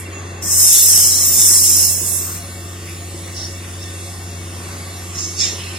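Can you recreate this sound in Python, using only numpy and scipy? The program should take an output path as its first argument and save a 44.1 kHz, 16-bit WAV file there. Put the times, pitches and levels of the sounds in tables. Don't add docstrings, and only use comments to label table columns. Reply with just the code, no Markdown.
import sys
import numpy as np
from scipy import signal
from scipy.fft import rfft, irfft, next_fast_len
from scipy.io import wavfile
from scipy.ndimage import uniform_filter1d

SR = 44100
rng = np.random.default_rng(int(sys.argv[2]) if len(sys.argv) > 2 else 0)


def how_loud(loudness_db):
    steps = np.asarray(loudness_db, float) / 20
    return 10 ** steps


def transcribe(u):
    v = np.clip(np.atleast_2d(u).T, -1, 1)
    q = np.round(v * 32767).astype(np.int16)
    wavfile.write(sys.argv[1], SR, q)


N = 255266
T = np.arange(N) / SR
FRAME, HOP = 1024, 256
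SLOW, QUARTER = 32, 4

# multiple of the engine cycle, level/dB
EXHAUST_ORDERS = [(1, -42), (2, -40), (3, -35), (4, -22), (5, -21), (6, 0), (7, -42), (8, -38), (9, -27.5),
                  (10, -19), (11, -17), (12, -15), (13, -28), (14, -35), (15, -20), (16, -22.5), (17, -25),
                  (18, -21.5), (19, -44), (20, -28.5), (21, -30.5), (22, -16.5), (23, -18.5), (24, -19),
                  (25, -41), (26, -25), (27, -24.5), (28, -21), (29, -23), (30, -38)]
# f/Hz, level/dB
GEAR_WHINES = [(559.9, -53.5), (694.4, -52.5), (1179, -64), (1513, -54.5), (1830, -51), (2229, -55.5),
               (2708, -53.5)]
# t/s, f/Hz, level/dB
ROTOR_SQUEAKS = [
    (.04, 2730, -77),
    (.065, 2705, -40),
    (.09, 2730, -67),
    (.15, 2750, -50),
    (.18, 2705, -42),
    (.22, 2710, -75),
]
# f/Hz, level/dB per Hz
ROAR_COLOUR = [(15, -30), (40, -16), (110, -3), (200, -6), (290, -4.5), (350, -4), (465, -10), (530, -3),
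               (620, -11), (700, -4.5), (900, -12.5), (1150, -6), (1400, -12), (2000, -9), (2400, -13),
               (3500, -19.5), (6000, -60)]
# t/s, roar level/dB
COMPRESSOR_LOAD = [
    (0, -34),
    (1.2, -34),
    (1.6, -35.5),
    (3, -36.5),
    (4.3, -36.5),
    (4.7, -33),
    (5.3, -37.5),
    (5.55, -34),
    (5.79, -36),
]
# t/s, held/s, level/dB, low part level/dB, high part level/dB
GRIT_RATTLES = [
    (1.5, 0.058, 7, -10, -3.5),
    (2.28, 0.021, 6.5, -3, -14),
    (2.89, 0.019, -4, -14, 12.5),
    (2.98, .03, -7, -9, -2),
    (3.27, 0.026, -1.5, -6, 3),
    (3.65, 0.023, 3.5, -5, -0.5),
    (4.7, 0.025, -4, 3, -10),
    (5.15, .03, 1.5, -6, 4),
]
# t/s, peak level/dB, f/Hz
ROD_KNOCKS = [(0.082, -26.5, 326), (0.169, -27, 334), (0.246, -28, 360), (0.435, -27, 331),
              (0.76, -31, 345), (0.972, -34, 368), (1.166, -35, 330), (1.894, -34.5, 374),
              (2.011, -28.5, 350), (2.212, -26, 370), (2.29, -34, 308), (2.654, -27, 331),
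              (3.142, -25, 355), (4.0, -32, 350), (4.192, -36, 348), (4.26, -35, 347), (4.328, -27, 345),
              (4.404, -33, 331), (5.264, -26.5, 338), (5.518, -25, 356), (5.72, -29, 344)]
# f/Hz, level/dB per Hz
LEAK_COLOUR = [(1470, -36), (2500, -7.5), (2640, -2.5), (3100, -7.5), (3500, -2.5), (3750, -5.5),
               (4240, -4.5), (6400, -4), (6960, -2), (8370, -6), (10550, -5.5), (11000, -8), (12400, -11),
               (13500, -16), (14300, -18), (15700, -28)]
# t/s, level/dB
LEAK_OPENING = [(0, -45), (.42, -45.5), (2.4, -37.5), (2.8, -40.5), (2.9, -37.5), (3.4, -39), (3.8, -40),
                (4.05, -38.5), (4.3, -40), (4.8, -39.5), (5.3, -37.5), (5.79, -39)]
# t/s, f/Hz
LEAK_EDGE = [(0, 12500), (.06, 12900), (.14, 15200), (.4, 15500), (2.4, 16200), (3.5, 16200), (3.62, 15400),
             (3.75, 16200), (3.92, 16200), (4.06, 13700), (4.13, 14200), (4.19, 16200), (4.7, 16000),
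             (4.9, 15200), (5.1, 13900), (5.22, 12600), (5.3, 15200), (5.79, 15300)]
# t/s, left level/dB, right level/dB
LEAK_TOP = [(0, -12.5, -12.5), (.1, 7, 11), (.18, 4, 4), (.4, 10, 7), (2.4, 9, -1.5), (3.9, 9, -1),
            (4.02, -1, -6), (4.12, -1, -8), (4.2, 9, 2), (4.7, 5, 1), (5.2, -4, -4), (5.45, 1, 4),
            (5.79, 1, 2)]
# f/Hz, level/dB per Hz
SPURT_COLOUR = [(600, -70), (1300, -33), (1900, -19), (3200, -13.5), (4200, -7), (4800, -10), (5200, 0),
                (5900, -3), (7000, -7), (7600, -9.5), (7900, -21), (10000, -24.5), (13000, -46)]
# t/s fully open, held/s, level/dB, rumble level/dB, brightness level/dB
SPITS = [(3.37, 0.086, -31, -10, -10), (3.822, 0.0087, -41, -10, -6), (5.155, 0.027, -36.5, -4, 3),
         (5.185, 0.065, -28.5, -8, 3), (5.3, 0.042, -42, 4, 5), (5.385, .01, -31, -6, -1),
         (5.405, 0.016, -19, -2, 0), (5.435, 0.015, -26, 6.5, 3.5), (5.48, 0.019, -37, 0, 7),
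         (5.55, 0.017, -43, 12, -11), (5.6, 0.11, -47, 25, -15), (5.765, .03, -41, 14, -12.5)]
# t/s, f/Hz, level/dB
SEEP_WHISTLE = [
    (.1, 6800, -64),
    (.135, 6850, -35),
    (.2, 6780, -35.5),
    (.26, 6400, -47),
    (.42, 6920, -42),
    (.45, 6770, -67),
]
# t/s, f/Hz, level/dB
SCREECH = [(.575, 15800, -35), (.61, 14900, -30), (.64, 13950, -29), (.69, 12900, -26), (.76, 12200, -25),
           (.82, 11980, -25), (.87, 11870, -23), (.93, 12300, -26), (1.0, 13030, -23), (1.08, 13900, -29),
           (1.16, 14760, -33), (1.22, 14560, -29), (1.29, 14310, -25), (1.39, 14150, -25),
           (1.5, 13930, -29), (1.65, 13850, -28), (1.77, 13880, -28), (1.84, 14090, -27), (1.9, 14480, -32),
           (1.96, 15150, -37), (2.03, 15900, -41)]
# f/Hz, level/dB per Hz
BLAST_COLOUR = [(900, -64), (1900, -27.5), (2650, -19), (3100, -18.5), (4400, -13.5), (4900, -12),
                (5100, -2), (6500, -2), (7300, -0.5), (9500, -3.5), (10600, -1.5), (11300, -4),
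                (12400, -7.5), (13300, -3), (15700, -13.5)]
# t/s fully open, held/s, level/dB, rumble level/dB, brightness level/dB
VALVE_PUSHES = [(.42, 0.057, -30, -9, -11), (.52, .012, -22.5, -3.5, 2.5), (.6, .3, -17.5, -3, 3.5),
                (.75, 0.06, -23, 11.5, 2), (.94, 0.13, -16.5, -1, 0), (1.13, 0.091, -19, -2.5, -5),
                (1.25, 0.024, -21, -1.5, 0.5), (1.33, 0.033, -23.5, 3, 0), (1.4, 0.19, -16.5, -3.5, 0.5),
                (1.65, .2, -17.5, -2, -1), (1.9, 0.023, -26.5, -1, 4.5), (1.97, 0.066, -32, -1, 3.5),
                (2.07, 0.09, -30.5, 0.5, 8), (2.2, 0.049, -36, 2, 11.5), (2.3, 0.055, -39.5, 0, 9)]
# t/s, left level/dB, right level/dB
TREBLE_HOLLOW = [(.44, -3.5, -7), (.47, -14, -10), (.53, -6, -5), (.58, 0, -1.5), (1.9, -3, 1),
                 (1.97, -12, 0), (2.05, -23, 0.5), (2.17, -17, 4.5), (2.23, -22, -17), (2.36, -25, -18),
                 (2.41, -4, -8)]
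# t/s, left level/dB, right level/dB
PLUME_SWING = [
    (.45, 1, -2),
    (.7, 0.5, 0),
    (1.1, -1, -1),
    (1.6, 0, 0),
    (1.899, -3.5, 1),
    (2.02, -3, 0.5),
    (2.15, -1.5, 1),
    (2.35, 1, -2.5),
]
# f/Hz, likeness 0-1, phase left lags/rad, left minus right level/dB
PORTS = [(60.4, 1, 0.11, 0.5), (323, 0.94, 0.12, 0.5), (700, 0.42, 0, -1), (1130, 0.7, -0.7, -0.5),
         (1380, 0.04, 3.5, 0.5), (1940, 0.21, -0.3, -1), (3310, 0.36, 0.08, 0), (3600, 0.93, 0.68, 0),
         (5020, 0.92, 1, -0.5), (5160, 0.33, -0.2, -2), (6110, 0.14, -4, 6), (6080, 0.68, 2, -0.5),
         (9000, 0.4, 1.17, -4.5), (10230, 0.3, 2, -0.5), (12200, 0.69, 1, 1.5), (15200, 0, 5.5, 2)]


def walk(rate, count, size=N, sr=SR):
    k = max(int(sr / rate), 1)
    held = np.repeat(rng.standard_normal((count, size // k + 1)), k, axis=1)[:, :size]
    return 1.4 * uniform_filter1d(uniform_filter1d(held, k), k)


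def air(colour, shape, span, swell_db, flicker_db, flicker_hz, patches=40):
    start, end = int(span[0][0] * SR), min(int(span[-1][0] * SR) + HOP, N)
    noise = rng.standard_normal((2, N))[:, start:end]
    f, t, z = signal.stft(noise, SR, nperseg=FRAME, noverlap=FRAME - HOP)
    octave = np.log2(np.maximum(f, 10))
    hz, level_db = np.array(colour)[:, :2].T
    still = np.interp(octave, np.log2(hz), level_db)
    still -= 10 * np.log10(np.mean(how_loud(2 * still)))
    steps = dict(size=N // HOP + 8, sr=SR / HOP)
    patch = np.arange(len(f)) * patches // len(f)
    flicker = walk(flicker_hz, count=patches, **steps)[patch, :len(t)]
    flicker = uniform_filter1d(flicker, 5, axis=0)
    swell = walk(3.43, count=1, **steps)[:, :len(t)]
    db = still[:, None] + shape(t + start / SR, octave[:, None])
    db = db + swell_db * swell + flicker_db * flicker
    sound = signal.istft(z * how_loud(db), SR, nperseg=FRAME, noverlap=FRAME - HOP)[1]
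    return np.pad(sound[:, :end - start], ((0, 0), (start, N - end)))


def puffs(rows, zones_hz, rise, sag, fall):
    def shape(t, octave):
        power = 0
        for s, held, db, rumble_db, bright_db in rows:
            level = db - rise * np.maximum(s - t, 0)
            level = level - sag * np.clip(t - s, 0, held) - fall * np.maximum(t - s - held, 0)
            colour = np.interp(octave, np.log2(zones_hz), [0, rumble_db, 0, bright_db])
            power = power + how_loud(2 * (level + colour))
        return 10 * np.log10(power + 1e-30)
    return shape


def wavering(phases, dbs, rate, size_db, slip):
    slow = walk(rate, count=2 * len(dbs), size=N // SLOW + 1, sr=SR / SLOW)

    def quick(rows):
        return np.repeat(rows, SLOW // QUARTER, axis=1)[:, :phases.shape[1]]

    size = quick(how_loud(dbs[:, None] + size_db * slow[::2]))
    sines = size * np.sin(phases + slip * quick(slow[1::2]))
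    return np.sqrt(2) * signal.resample_poly(sines.sum(axis=0), QUARTER, 1)[:N]


def ports(x, pan_db=0.):
    size = next_fast_len(N)
    f = np.log(np.maximum(np.fft.rfftfreq(size, 1 / SR), 10))
    hz, *columns = np.transpose(PORTS)
    like, lag, balance_db = (np.interp(f, np.log(hz), c) for c in columns)
    like = np.clip(like, 0, 1)
    direct, scattered = rfft(x, size)
    right = like * np.exp(1j * lag) * direct + np.sqrt(1 - like ** 2) * scattered
    balance = how_loud(np.outer([.5, -.5], balance_db + pan_db))
    return irfft(np.array([direct, right]) * balance, size)[:, :N]


def shade(x, band_hz, curve):
    size = next_fast_len(N)
    f = np.fft.rfftfreq(size, 1 / SR)
    inside = np.clip(np.minimum(f - band_hz[0], band_hz[1] - f) / 150 + .5, 0, 1)
    s, *db = np.transpose(curve)
    gain = how_loud(np.array([np.interp(T, s, d) for d in db]))
    return x + (gain - 1) * irfft(rfft(x, size) * inside, size)[:, :N]


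def surge_db(t):
    peak_s, width_s, duck_db = 0.75, 0.093, -6.5
    return duck_db * np.exp(-((t - peak_s) / width_s) ** 2)


def engine():
    firing_hz, droop_hz_per_s, firing_db = 91.18, 0.0751, -32
    settle_hz, settle_s = 1.67, 0.044
    hz = firing_hz + settle_hz * np.exp(-T / settle_s) - droop_hz_per_s * T
    turn = 2 * np.pi * np.cumsum(hz) / SR / 6
    order, order_db = np.transpose(EXHAUST_ORDERS)
    even = order % 6 == 0
    phases = np.outer(order, turn[::QUARTER])
    firing_phases = phases[even] + 0.605 * order[even, None]
    uneven_phases = phases[~even] + order[~even, None] ** 2
    firing = wavering(firing_phases, order_db[even], rate=11.0, size_db=0.6, slip=0.16)
    uneven = wavering(uneven_phases, order_db[~even] - .6, rate=9.0, size_db=3.0, slip=0.99)
    whine_hz, whine_db = np.transpose(GEAR_WHINES)
    whine_phases = 2 * np.pi * np.outer(whine_hz, T[::QUARTER])
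    whine = wavering(whine_phases, whine_db - 1.0, rate=24.0, size_db=5.0, slip=0.98)
    out = (firing + uneven) * how_loud(firing_db + surge_db(T)) + whine
    return np.array([out, 0 * out]), turn


def roar(turn):
    usual_load_db, thin_per_db = -35, -0.18
    grit_from_hz = 497
    rattle = puffs(GRIT_RATTLES, (grit_from_hz, 900, 1490, 2400), rise=200, sag=6.5, fall=160)

    def shape(t, octave):
        db = np.interp(t, *np.transpose(COMPRESSOR_LOAD)) + surge_db(t)
        above_grit = np.clip(octave - np.log2(grit_from_hz), 0, 1)
        grit_db = 10 * np.log10(1 + how_loud(2 * rattle(t, octave)) * above_grit)
        tilt = thin_per_db * (usual_load_db - db)
        return db + grit_db + tilt * np.maximum(octave - np.log2(500), 0)

    noise = air(ROAR_COLOUR, shape, COMPRESSOR_LOAD, swell_db=-0.3, flicker_db=1.5, flicker_hz=8.0, patches=100)
    return noise * (1 + 0.05 * np.cos(6 * turn) + 0.055 * np.cos(turn))


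def knocks():
    t60_s, lift_db, rise_s = 0.13, -1, 0.0047
    out, t = np.zeros(N + SR), T[:SR // 5]
    for s, db, hz in ROD_KNOCKS:
        ring = np.sin(2 * np.pi * hz * t) + 0.48 * np.sin(2 * np.pi * 1.133 * hz * t)
        envelope = how_loud(db + lift_db - 60 * t / t60_s) * np.minimum(t / rise_s, 1)
        out[int(s * SR):int(s * SR) + len(t)] += envelope * ring
    return np.array([out[:N], 0 * T])


def leak():
    fading_db, fading_tilt_db, fading_s = 5.5, 17.5, 0.034
    tilt_per_db, edge_db_per_khz = 0.61, 9

    def shape(t, octave):
        db = np.interp(t, *np.transpose(LEAK_OPENING))
        fading = np.exp(-t / fading_s)
        tilt = tilt_per_db * (db + 42.5) + fading_tilt_db * fading
        edge_hz = np.interp(t, *np.transpose(LEAK_EDGE))
        edge = edge_db_per_khz * np.maximum(2 ** octave - edge_hz, 0) / 1000
        return db - edge + fading_db * fading + tilt * np.maximum(octave - np.log2(6050), -1)

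    return how_loud(4.0) * air(LEAK_COLOUR, shape, LEAK_OPENING, swell_db=0.46, flicker_db=1.6, flicker_hz=11.0)


def spurts():
    shape = puffs(SPITS, (895, 2600, 5650, 6800), rise=478, sag=12, fall=160)
    span = [[3.1], [6]]
    return how_loud(6.0) * air(SPURT_COLOUR, shape, span, swell_db=-1.0, flicker_db=2.16, flicker_hz=20.0)


def whistle(table, lift_db, spread_hz):
    s, hz, db = np.transpose(table)
    shake = walk(300.0, count=4)
    gain = np.sqrt(2) * how_loud(np.interp(T, s, db + lift_db, -150, -150))
    glide = uniform_filter1d(np.interp(T, s, hz), int(.045 * SR))
    phase = 2 * np.pi * np.cumsum(glide + spread_hz * shake[2:], axis=1) / SR
    return gain * how_loud(3.1 * shake[:2]) * np.sin(phase)


def blast():
    crack_s, crack_db_per_s, shut_s, shut_db_per_s = 0.4254, 2998, 2.385, 302
    zones_hz = 1000, 3500, 5540, 10600
    pushed = puffs(VALVE_PUSHES, zones_hz, rise=145, sag=3, fall=118)

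    def shadow(t, octave):
        shadow_db, above_hz, width_hz, from_hz, full_hz = -8, 1300, 1100, 15000, 12500
        pitch = np.interp(t, *np.transpose(SCREECH)[:2])
        deep = np.clip((from_hz - pitch) / (from_hz - full_hz), 0, 1)
        return shadow_db * deep * np.exp(-((2 ** octave - pitch - above_hz) / width_hz) ** 2)

    def shape(t, octave):
        shut = shut_db_per_s * np.maximum(t - shut_s, 0)
        return pushed(t, octave) + shadow(t, octave) - shut

    crack = how_loud(9.0 - crack_db_per_s * np.clip(crack_s - T, 0, .05))
    span = [[.35], [2.8]]
    return crack * air(BLAST_COLOUR, shape, span, swell_db=0.03, flicker_db=1.26, flicker_hz=14.0)


def scene():
    drone, turn = engine()
    tones = whistle(SCREECH, lift_db=7.5, spread_hz=45)
    tones = tones + whistle(SEEP_WHISTLE, lift_db=-3.0, spread_hz=140)
    tones = tones + whistle(ROTOR_SQUEAKS, lift_db=4.0, spread_hz=12)
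    rig = ports(drone + how_loud(-2.0) * roar(turn) + knocks() + tones)
    hollow_blast = shade(ports(blast()), (9320, 12050), TREBLE_HOLLOW)
    swinging_blast = shade(hollow_blast, (5530, 9400), PLUME_SWING)
    hiss = shade(ports(leak()), (14040, 16890), LEAK_TOP)
    return rig + hiss + swinging_blast + ports(spurts(), pan_db=-3.5)


def drop_masked(x):
    from_hz, busy_top_hz, thin_hz = 2300, 5000, 10600
    near_db, wide_db, cap_db = -3.0, -9.0, 5.5
    budget_db, thin_db, striped_db, knee_db = -21, 3.5, 3.5, -18
    turn = np.array([[1, 1], [1, -1]]) / np.sqrt(2)
    f, t, z = signal.stft(turn @ x, SR, nperseg=2 * FRAME, noverlap=FRAME + FRAME // 2)
    patch = uniform_filter1d(uniform_filter1d(np.abs(z) ** 2, size=2, axis=1), size=3, axis=2)
    frame = patch[:, f > from_hz].mean(axis=(0, 1))
    capped = np.minimum(patch, uniform_filter1d(patch, size=170, axis=1) * how_loud(cap_db))
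    busy = frame / (frame + frame.max() * how_loud(2 * knee_db))
    near = uniform_filter1d(patch, size=40, axis=1) * how_loud(2 * near_db)
    wide = uniform_filter1d(capped, size=170, axis=1) * how_loud(2 * wide_db)
    thin = how_loud(2 * thin_db * (f > thin_hz))[:, None]
    striped = how_loud(striped_db * np.outer(f < busy_top_hz, busy))
    budget = np.outer(f < busy_top_hz, frame) * how_loud(2 * budget_db)
    kept = (patch > (near + wide) * thin * striped + budget) | (f < from_hz)[:, None]
    return turn @ signal.istft(z * kept, SR, nperseg=2 * FRAME, noverlap=FRAME + FRAME // 2)[1][:, :N]


def low_pass(x):
    return signal.sosfilt(signal.butter(12, 15800, fs=SR, output="sos"), x)


def record(dry):
    flattened = np.clip(dry, -1, 1)
    mix = drop_masked(flattened)
    return low_pass(mix)


dry = scene()
out = record(dry)
transcribe(out)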